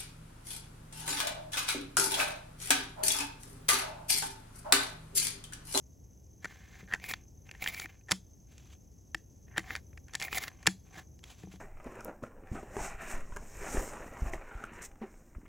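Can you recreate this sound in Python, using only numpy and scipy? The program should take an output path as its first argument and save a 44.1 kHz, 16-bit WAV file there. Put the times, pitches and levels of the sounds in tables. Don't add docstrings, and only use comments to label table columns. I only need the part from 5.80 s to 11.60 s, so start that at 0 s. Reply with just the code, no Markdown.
import sys
import numpy as np
from scipy import signal
from scipy.fft import rfft, irfft
from scipy.io import wavfile
from scipy.ndimage import uniform_filter1d

SR = 44100
rng = np.random.default_rng(int(sys.argv[2]) if len(sys.argv) > 2 else 0)


def to_wav(sig):
    pcm = np.clip(np.atleast_2d(sig), -1, 1) * 32767
    pcm = np.round(pcm).astype(np.int16)
    wavfile.write(sys.argv[1], SR, pcm.T)


N = 255780

# t/s, relative level/dB, pitch of the contact f/Hz, sharpness/dB
BRASS_CONTACTS = [(0.644, -21, 1340, -20.5), (0.6534, -24, 1460, -23), (0.7225, -44, 1850, -23),
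                  (1.075, -44.5, 1900, -31.5), (1.112, -35, 1840, -38), (1.1227, -23.5, 1770, -39),
                  (1.136, -15.5, 1900, -17.5), (1.145, -23, 1770, -21), (1.198, -43, 2370, -14),
                  (1.2401, -31.5, 2050, -8), (1.3106, -25, 1950, -12), (1.3365, -16, 3500, -18.5),
                  (1.6902, -35, 2420, -32.5), (1.712, -33.5, 2500, -8.5), (1.7491, -39, 2140, -23),
                  (1.8213, -32, 2300, -11), (1.84, -29.5, 2020, -4.5), (1.8614, -21.5, 2180, -47),
                  (1.8749, -17.5, 3200, -16), (1.9445, -34.5, 2350, -4.5), (1.9972, -31, 2000, -2),
                  (2.018, -31, 2300, -33), (2.057, -32, 2280, -16), (2.209, -55, 2300, -20.5),
                  (2.284, -38, 1490, -19), (2.291, -35, 1870, -20), (2.3039, -36.5, 1730, -8),
                  (2.3103, -19.5, 1800, -5), (2.3167, -13, 1663, -6), (2.7805, -53, 2580, 3),
                  (3.346, -18.5, 1847, -14), (3.68, -50.5, 1900, -28), (3.712, -49.5, 1850, -37.5),
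                  (3.74, -49, 1800, -28), (3.762, -27, 1670, -48.5), (3.7715, -23.5, 1600, -26),
                  (3.7791, -14, 1660, -12), (3.7925, -27, 1840, -17.5), (3.9053, -25, 1950, -34),
                  (3.9524, -18, 3560, -18.5), (3.9611, -32, 2080, -5.5), (4.13, -50.5, 1900, -32),
                  (4.1743, -37.5, 1680, -15.5), (4.2819, -48.5, 1830, -8), (4.3348, -37.5, 1860, -4.5),
                  (4.3438, -29.5, 1790, -17), (4.351, -23, 2020, -4.5), (4.3984, -38, 2100, 1),
                  (4.4082, -37, 2210, -1.5), (4.4148, -23.5, 2300, -17), (4.4234, -25, 2140, -6.5),
                  (4.439, -31, 2330, -11), (4.4798, -29.5, 1840, -25), (4.528, -14.5, 3270, -24),
                  (4.5458, -30, 2050, -2), (4.581, -21.5, 2280, -6.5), (4.6358, -25.5, 1530, -12),
                  (4.6796, -26.5, 2000, -14.5), (4.828, -44, 1830, -6.5), (4.858, -22, 1040, -27),
                  (4.867, -14, 3530, -5), (4.8708, -8, 1660, -6), (4.883, -24.5, 1860, -20.5),
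                  (5.3904, -52, 3040, -6), (5.4388, -38.5, 2770, -6.5), (5.632, -46, 2180, -16),
                  (5.7213, -53, 3000, -11), (5.758, -51, 2200, -8)]
# t/s, pressure as level of the steel ring/dB
SLIDE_PRESSURES = [
    [(0.6, -87), (0.63, -62.5), (0.86, -66), (0.96, -61.5), (1.04, -65), (1.065, -77)],
    [(1.075, -66), (1.11, -51), (1.155, -55), (1.19, -71)],
    [(1.19, -72), (1.262, -43), (1.277, -55.5), (1.29, -41), (1.32, -43.5), (1.36, -65), (1.46, -88)],
    [(1.65, -92), (1.665, -60), (1.7, -78), (1.77, -62), (1.8, -59)],
    [(1.8, -60), (1.83, -43.5), (1.855, -55.5), (1.888, -38), (1.91, -56), (1.94, -47)],
    [(1.94, -43.5), (1.955, -51), (1.985, -47.5), (2.045, -47), (2.072, -65), (2.17, -74), (2.24, -97)],
    [(2.27, -81.5), (2.3, -54), (2.335, -46)],
    [(2.66, -102), (2.7, -74.5), (2.85, -74), (2.9, -72.5), (2.93, -63.5), (2.98, -93)],
    [(3.67, -76), (3.73, -65), (3.77, -53)],
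    [(3.77, -41), (3.82, -66), (3.875, -58), (3.92, -44.5), (3.945, -51.5), (3.975, -55), (4.0, -68)],
    [(4.27, -76.5), (4.365, -58), (4.39, -92)],
    [(4.396, -53), (4.45, -39.5), (4.468, -46), (4.495, -62)],
    [(4.495, -61), (4.52, -49.5), (4.53, -44.5), (4.555, -42), (4.582, -40), (4.597, -59.5), (4.625, -44),
     (4.67, -56), (4.692, -55)],
    [(4.692, -68), (4.8, -72), (4.85, -67), (4.895, -79)],
    [(5.05, -78.5), (5.12, -68.5), (5.16, -59.5), (5.19, -50), (5.215, -66.5), (5.27, -99)],
    [(5.43, -71), (5.45, -70.5), (5.52, -63.5), (5.56, -81), (5.6, -66), (5.66, -79.5), (5.7, -78.5),
     (5.73, -65), (5.8, -91.5)],
]
# ring at the start f/Hz, ring at the end f/Hz, grit over ring level/dB,
# treble lift of the grit level/dB, stock over ring level/dB (the levels hold at mean pressure)
SLIDE_SURFACES = [(1930, 1940, -2.5, 5, -10), (1840, 1400, -8.5, 4, -12), (2250, 2300, -5.5, 10.5, -8.5),
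                  (2160, 1970, -6, -3, -14), (2280, 2130, -2.5, 9.5, -9), (2340, 1900, -5.5, 11, -11.5),
                  (1800, 1100, -9.5, -3.5, -9.5), (2130, 3400, 3.5, 3.5, -12.5), (1900, 1840, -26, -8, -11),
                  (2000, 1920, -3.5, 5.5, -5), (1710, 2100, -8, 3, -10), (2200, 2300, -6.5, 10, -2.5),
                  (2280, 1920, -0.5, 9.5, -5), (1840, 2600, -6, -6, -2.5), (2106, 1690, -0.5, 1, -3),
                  (2740, 2300, 5.5, 1, -5)]
# f/Hz, relative level/dB, free decay t60/s
RIFLE_MODES = [(520, -31, 0.01), (762.4, -9, 0.05), (1060, -7.5, 0.013), (1546, -12.5, 0.06),
               (1683, -6, .016), (1799, 1.5, 0.025), (2109, -9, 0.038), (2323, -15.5, 0.029),
               (2510, -4, 0.034), (2728, -8, 0.029), (3020, 2, 0.012), (3330, 2, 0.01), (3870, -4.5, .012),
               (4530, 0, 0.052), (5616, -14, .015), (5480, -3, 0.055), (6700, -7.5, 0.053),
               (6960, -4.5, .015)]
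# f/Hz, relative level per Hz/dB
CRACK_SPECTRUM = [(2000, -14), (3300, -3.5), (5000, -3), (7500, -2.5), (9000, -4.5), (12000, -16),
                  (15000, -25), (17000, -22.5)]
# f/Hz, relative level per Hz/dB
GRIT_SPECTRUM = [(2500, -1.5), (3300, 1.5), (5000, -4), (7500, -1.5), (9000, -9), (12000, -12.5),
                 (15850, -10.5), (16300, -37)]
# t/s, low note relative level/dB,
# high note relative level/dB
STOCK_THUDS = [(0.647, -53, -65), (1.03, -45, -57), (1.136, -50, -43), (2.048, -58.5, -42),
               (2.32, -32, -34.5), (3.351, -58.5, -40), (3.78, -45.5, -29), (3.919, -60, -43.5),
               (4.876, -28, -27), (5.173, -54, -42.5), (5.637, -40.5, -42.5), (5.673, -43.5, -44.5),
               (5.739, -43.5, -47)]
# f/Hz, decay t60/s
STOCK_NOTES = [(188, 0.21), (325, 0.086)]
# t/s, running number of the call
NEAR_CALL_COUNT = [(-.07, 0), (.534, 9), (1.163, 18), (2.4, 36), (3.277, 49), (3.584, 54), (4.067, 61),
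                   (4.996, 75), (5.823, 87)]
# f/Hz, width/Hz, relative level/dB
WING_RESONANCES = [(6060, 100, 0), (6310, 28, -1)]
# f/Hz, width/Hz, relative level/dB
CHORUS_RESONANCES = [(5600, 170, -11), (6324, 700, -1), (7200, 270, -15), (7600, 880, -13)]
# f/Hz, relative level per Hz/dB
AIR_SPECTRUM = [(25, -26), (40, -8), (65, 0), (110, -5.5), (200, -14), (400, -21.5), (800, -33),
                (1300, -45), (3500, -50.5), (5000, -63.5), (9000, -51), (12000, -39), (14000, -46),
                (15850, -46), (16100, -66)]
# f/Hz, left-right correlation (1 = the same)
AIR_PORT_LIKENESS = [(60, 0.99), (200, 0.48), (700, 0.24), (1300, 0.14), (2000, 1), (16000, 0.29)]
# f/Hz, lead of the right port over the left/cycles
RIGHT_PORT_LEAD = [(20, 0), (7250, 0), (8750, .48), (9350, .52), (10700, .99), (11400, 1.01), (13000, 1.48),
                   (13700, 1.52), (15000, 1.99), (22000, 2)]

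RISE_CYCLES, RISE_SPREAD_DB = 2.53, 2.1
HELD = .42
MEAN_PRESSURE_DB = -55
CATCH_DB, CATCHES_PER_S = 2.5, 45
GRIT_FOLLOWS, TREBLE_FOLLOWS, STOCK_FOLLOWS = 0.94, 0.35, 0.82
SLIPS_PER_S, SNAGS_PER_S, SNAG_DB = 3000.0, 140.0, 11
NEAR_INSECT_DB, FAR_INSECTS_DB = -72.5, -72.5
AIR_DB = -55
CUTOFF_HZ = 16700


def from_db(db):
    return 10 ** (np.asarray(db) / 20)


def rms_one(x):
    return x / np.sqrt(np.mean(x ** 2) + 1e-20)


def at_hz(points, hz):
    table_hz, values = np.array(points).T
    return np.interp(np.log(hz), np.log(table_hz), values)


def drift(rate_hz):
    r = np.exp(-2 * np.pi * rate_hz * 40 / SR)
    noise = rng.standard_normal(N // 40 + 2002)
    slow = signal.lfilter([1], [1, -2 * r, r * r], noise)[2000:]
    return np.interp(np.arange(N) / 40, np.arange(len(slow)), rms_one(slow))


def coloured(x, spectrum):
    hz = np.maximum(np.fft.rfftfreq(N, 1 / SR), 1)
    return irfft(rfft(x) * from_db(at_hz(spectrum, hz)), N)


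def ring(x, hz, t60):
    r = from_db(-60 / (t60 * SR))
    w = 2 * np.pi * hz / SR
    return signal.lfilter([0, np.sin(w)], [1, -2 * r * np.cos(w), r * r], x + 1e-18)


def resonant(x, peaks):
    total = np.zeros(N)
    for hz, width, db in peaks:
        t60 = np.log(1000) / (np.pi * width)
        total += from_db(db) * ring(x, hz, t60) * width
    return rms_one(total)


def pushes(at, heights, rise_s):
    out = np.zeros(N + 800)
    span = np.arange(800)
    u = span / SR / np.clip(rise_s, .0002, .003)[:, None]
    np.add.at(out, at[:, None] + span, heights[:, None] * u * np.exp(1 - u))
    return out[:N]


def contacts():
    s, level_db, pitch_hz, sharp_db = np.transpose(BRASS_CONTACTS)
    at = np.round(s * SR).astype(int)
    luck_db = 0.93 * rng.standard_normal((len(at), len(RIFLE_MODES)))
    rise_s = RISE_CYCLES / pitch_hz * from_db(RISE_SPREAD_DB * rng.standard_normal(len(at)))
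    chatter = rng.choice([-1, 1], N)
    rings = np.zeros(N)
    for k, (hz, mode_db, t60) in enumerate(RIFLE_MODES):
        near_db = -14 * np.minimum(np.abs(np.log2(hz / pitch_hz)), .8)
        bright_db = sharp_db * np.clip(np.log2(hz / 2400), 0, 1)
        drive_db = level_db + mode_db + near_db + bright_db + luck_db[:, k] - 19
        heights = from_db(drive_db) / np.sqrt(rise_s / 0.00065)
        force = pushes(at, heights, rise_s) * np.roll(chatter, 97 * k)
        rings += ring(force, hz, HELD * t60)
    crack_force = pushes(at, from_db(level_db + sharp_db - 2), rise_s)
    cracks = crack_force * rms_one(coloured(rng.standard_normal(N), CRACK_SPECTRUM))
    return rings, cracks


def slide_controls():
    t = np.arange(N) / SR
    steel_db, grit_db, treble_db, stock_db = np.full((4, N), -120.)
    pitch_hz = np.full(N, 2000.)
    for curve, surface in zip(SLIDE_PRESSURES, SLIDE_SURFACES):
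        start_hz, end_hz, grit_over, treble_lift, stock_over = surface
        s, pressure_db = np.transpose(curve)
        during = (t >= s[0]) & (t < s[-1])
        swing_db = np.interp(t[during], s, pressure_db) - MEAN_PRESSURE_DB
        steel_db[during] = MEAN_PRESSURE_DB + swing_db
        grit_db[during] = MEAN_PRESSURE_DB + grit_over + GRIT_FOLLOWS * swing_db
        treble_db[during] = treble_lift + TREBLE_FOLLOWS * swing_db
        stock_db[during] = MEAN_PRESSURE_DB + stock_over + STOCK_FOLLOWS * swing_db
        pitch_hz[during] = np.interp(t[during], s[[0, -1]], [start_hz, end_hz])
    return steel_db, grit_db, treble_db, stock_db, pitch_hz


def slides():
    steel_db, grit_db, treble_db, stock_db, pitch_hz = slide_controls()
    steel_gain, grit_gain, stock_gain = (
        uniform_filter1d(from_db(db), size=200) for db in (steel_db, grit_db, stock_db))

    sizes = from_db(3.5 * np.minimum(rng.exponential(1, N), 5)) * rng.choice([-1, 1], N)
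    draw = rng.random(N) * SR
    slips = sizes * (draw < SLIPS_PER_S) * from_db(SNAG_DB * (draw < SNAGS_PER_S))
    catching = from_db(CATCH_DB * drift(CATCHES_PER_S))
    modes = [from_db(db) * ring(np.roll(slips, k * 7), hz, 1.2 * t60)
             for k, (hz, db, t60) in enumerate(RIFLE_MODES)]

    focus_db = np.interp(steel_db, [-68, -52], [-12, -70])
    near = [from_db(focus_db * np.abs(np.log2(hz / pitch_hz))) for hz, _, _ in RIFLE_MODES[2:12]]
    steel = sum(rms_one(mode) * weight for mode, weight in zip(modes[2:12], near))
    steel = steel / np.sqrt(sum(weight ** 2 for weight in near))

    grit = rms_one(coloured(slips + 1.9 * rng.standard_normal(N), GRIT_SPECTRUM))
    treble = signal.sosfilt(signal.butter(4, 8500, "high", fs=SR, output="sos"), grit)
    grit = grit + treble * (from_db(treble_db) - 1)
    stock = rms_one(sum(modes[:3]))
    return catching * (steel_gain * steel + grit_gain * grit + stock_gain * stock)


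def thuds():
    s, *notes_db = np.transpose(STOCK_THUDS)
    out = np.zeros(N)
    for (hz, t60), level_db in zip(STOCK_NOTES, notes_db):
        blows = np.zeros(N)
        blows[np.round(s * SR).astype(int)] = from_db(level_db)
        push = signal.lfilter([.025], [1, -.985], blows)
        knock = 2.2 * ring(push, 2.3 * hz, 0.02)
        out += ring(push, hz, t60) + knock
    return signal.sosfilt(signal.butter(2, 110, "high", fs=SR, output="sos"), out)


def wall(x):
    delay_s, swell_s, far_s = .012, .013, .065
    t = np.arange(round(.25 * SR)) / SR
    envelope = t / swell_s * np.exp(-t / swell_s) + 0.085 * np.exp(-t / far_s)
    shared, opposed = rng.standard_normal((2, len(t))) * envelope
    scatter = shared + .1 * opposed * np.array([[1], [-1]])
    scatter = np.pad(scatter, [(0, 0), (round(delay_s * SR), 0)])
    return from_db(-44.5) * signal.fftconvolve(x[None], scatter, axes=1)[:, :N]


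def near_insect():
    s, number = np.transpose(NEAR_CALL_COUNT)
    place = np.interp(np.arange(N) / SR, s, number) % 1
    chirps = np.zeros(N)
    for middle, db in [(0, -0.69), (.64, -1.3)]:
        offset = (place - middle + .5) % 1 - .5
        chirps += from_db(db) * np.exp(-(offset / 0.049) ** 2)
    wings = resonant(chirps * rng.standard_normal(N), WING_RESONANCES)
    return resonant(wings, CHORUS_RESONANCES) * from_db(NEAR_INSECT_DB + 0.92 * drift(4.5))


def far_insects():
    band = resonant(resonant(rng.standard_normal(N), CHORUS_RESONANCES), CHORUS_RESONANCES)
    return band * from_db(FAR_INSECTS_DB + 1.5 * drift(30))


def air():
    mid, side = rng.standard_normal((2, N))
    alike = [(hz, np.clip(c, 0, .999)) for hz, c in AIR_PORT_LIKENESS]
    mid = coloured(mid, [(hz, 10 * np.log10(1 + c)) for hz, c in alike])
    side = coloured(side, [(hz, 10 * np.log10(1 - c)) for hz, c in alike])
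    both = rms_one(coloured(np.array([mid + side, mid - side]), AIR_SPECTRUM))
    swell_db = .8 * drift(1.0)
    return from_db(AIR_DB + swell_db) * both * from_db([[.5], [-.5]])


def scene():
    rings, cracks = contacts()
    hits = rings + cracks
    rifle = hits + slides() + thuds()
    low = signal.sosfilt(signal.butter(2, 1300, fs=SR, output="sos"), rifle)
    side = .15 * low + 0.11 * np.roll(hits, 23)
    front = rifle + side * np.array([[1], [-1]])
    echo = wall(0.33 * rings + cracks)
    return front + echo + near_insect() + far_insects() + air()


def record(dry):
    hz = np.maximum(np.fft.rfftfreq(N, 1 / SR), 1)
    half_lead = np.pi * at_hz(RIGHT_PORT_LEAD, hz)
    turn = np.exp(1j * half_lead * np.array([[-1], [1]]))
    ports = irfft(rfft(dry) * turn, N)
    return signal.sosfilt(signal.cheby2(24, 70, CUTOFF_HZ, fs=SR, output="sos"), ports)


dry = scene()
out = record(dry)
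to_wav(out)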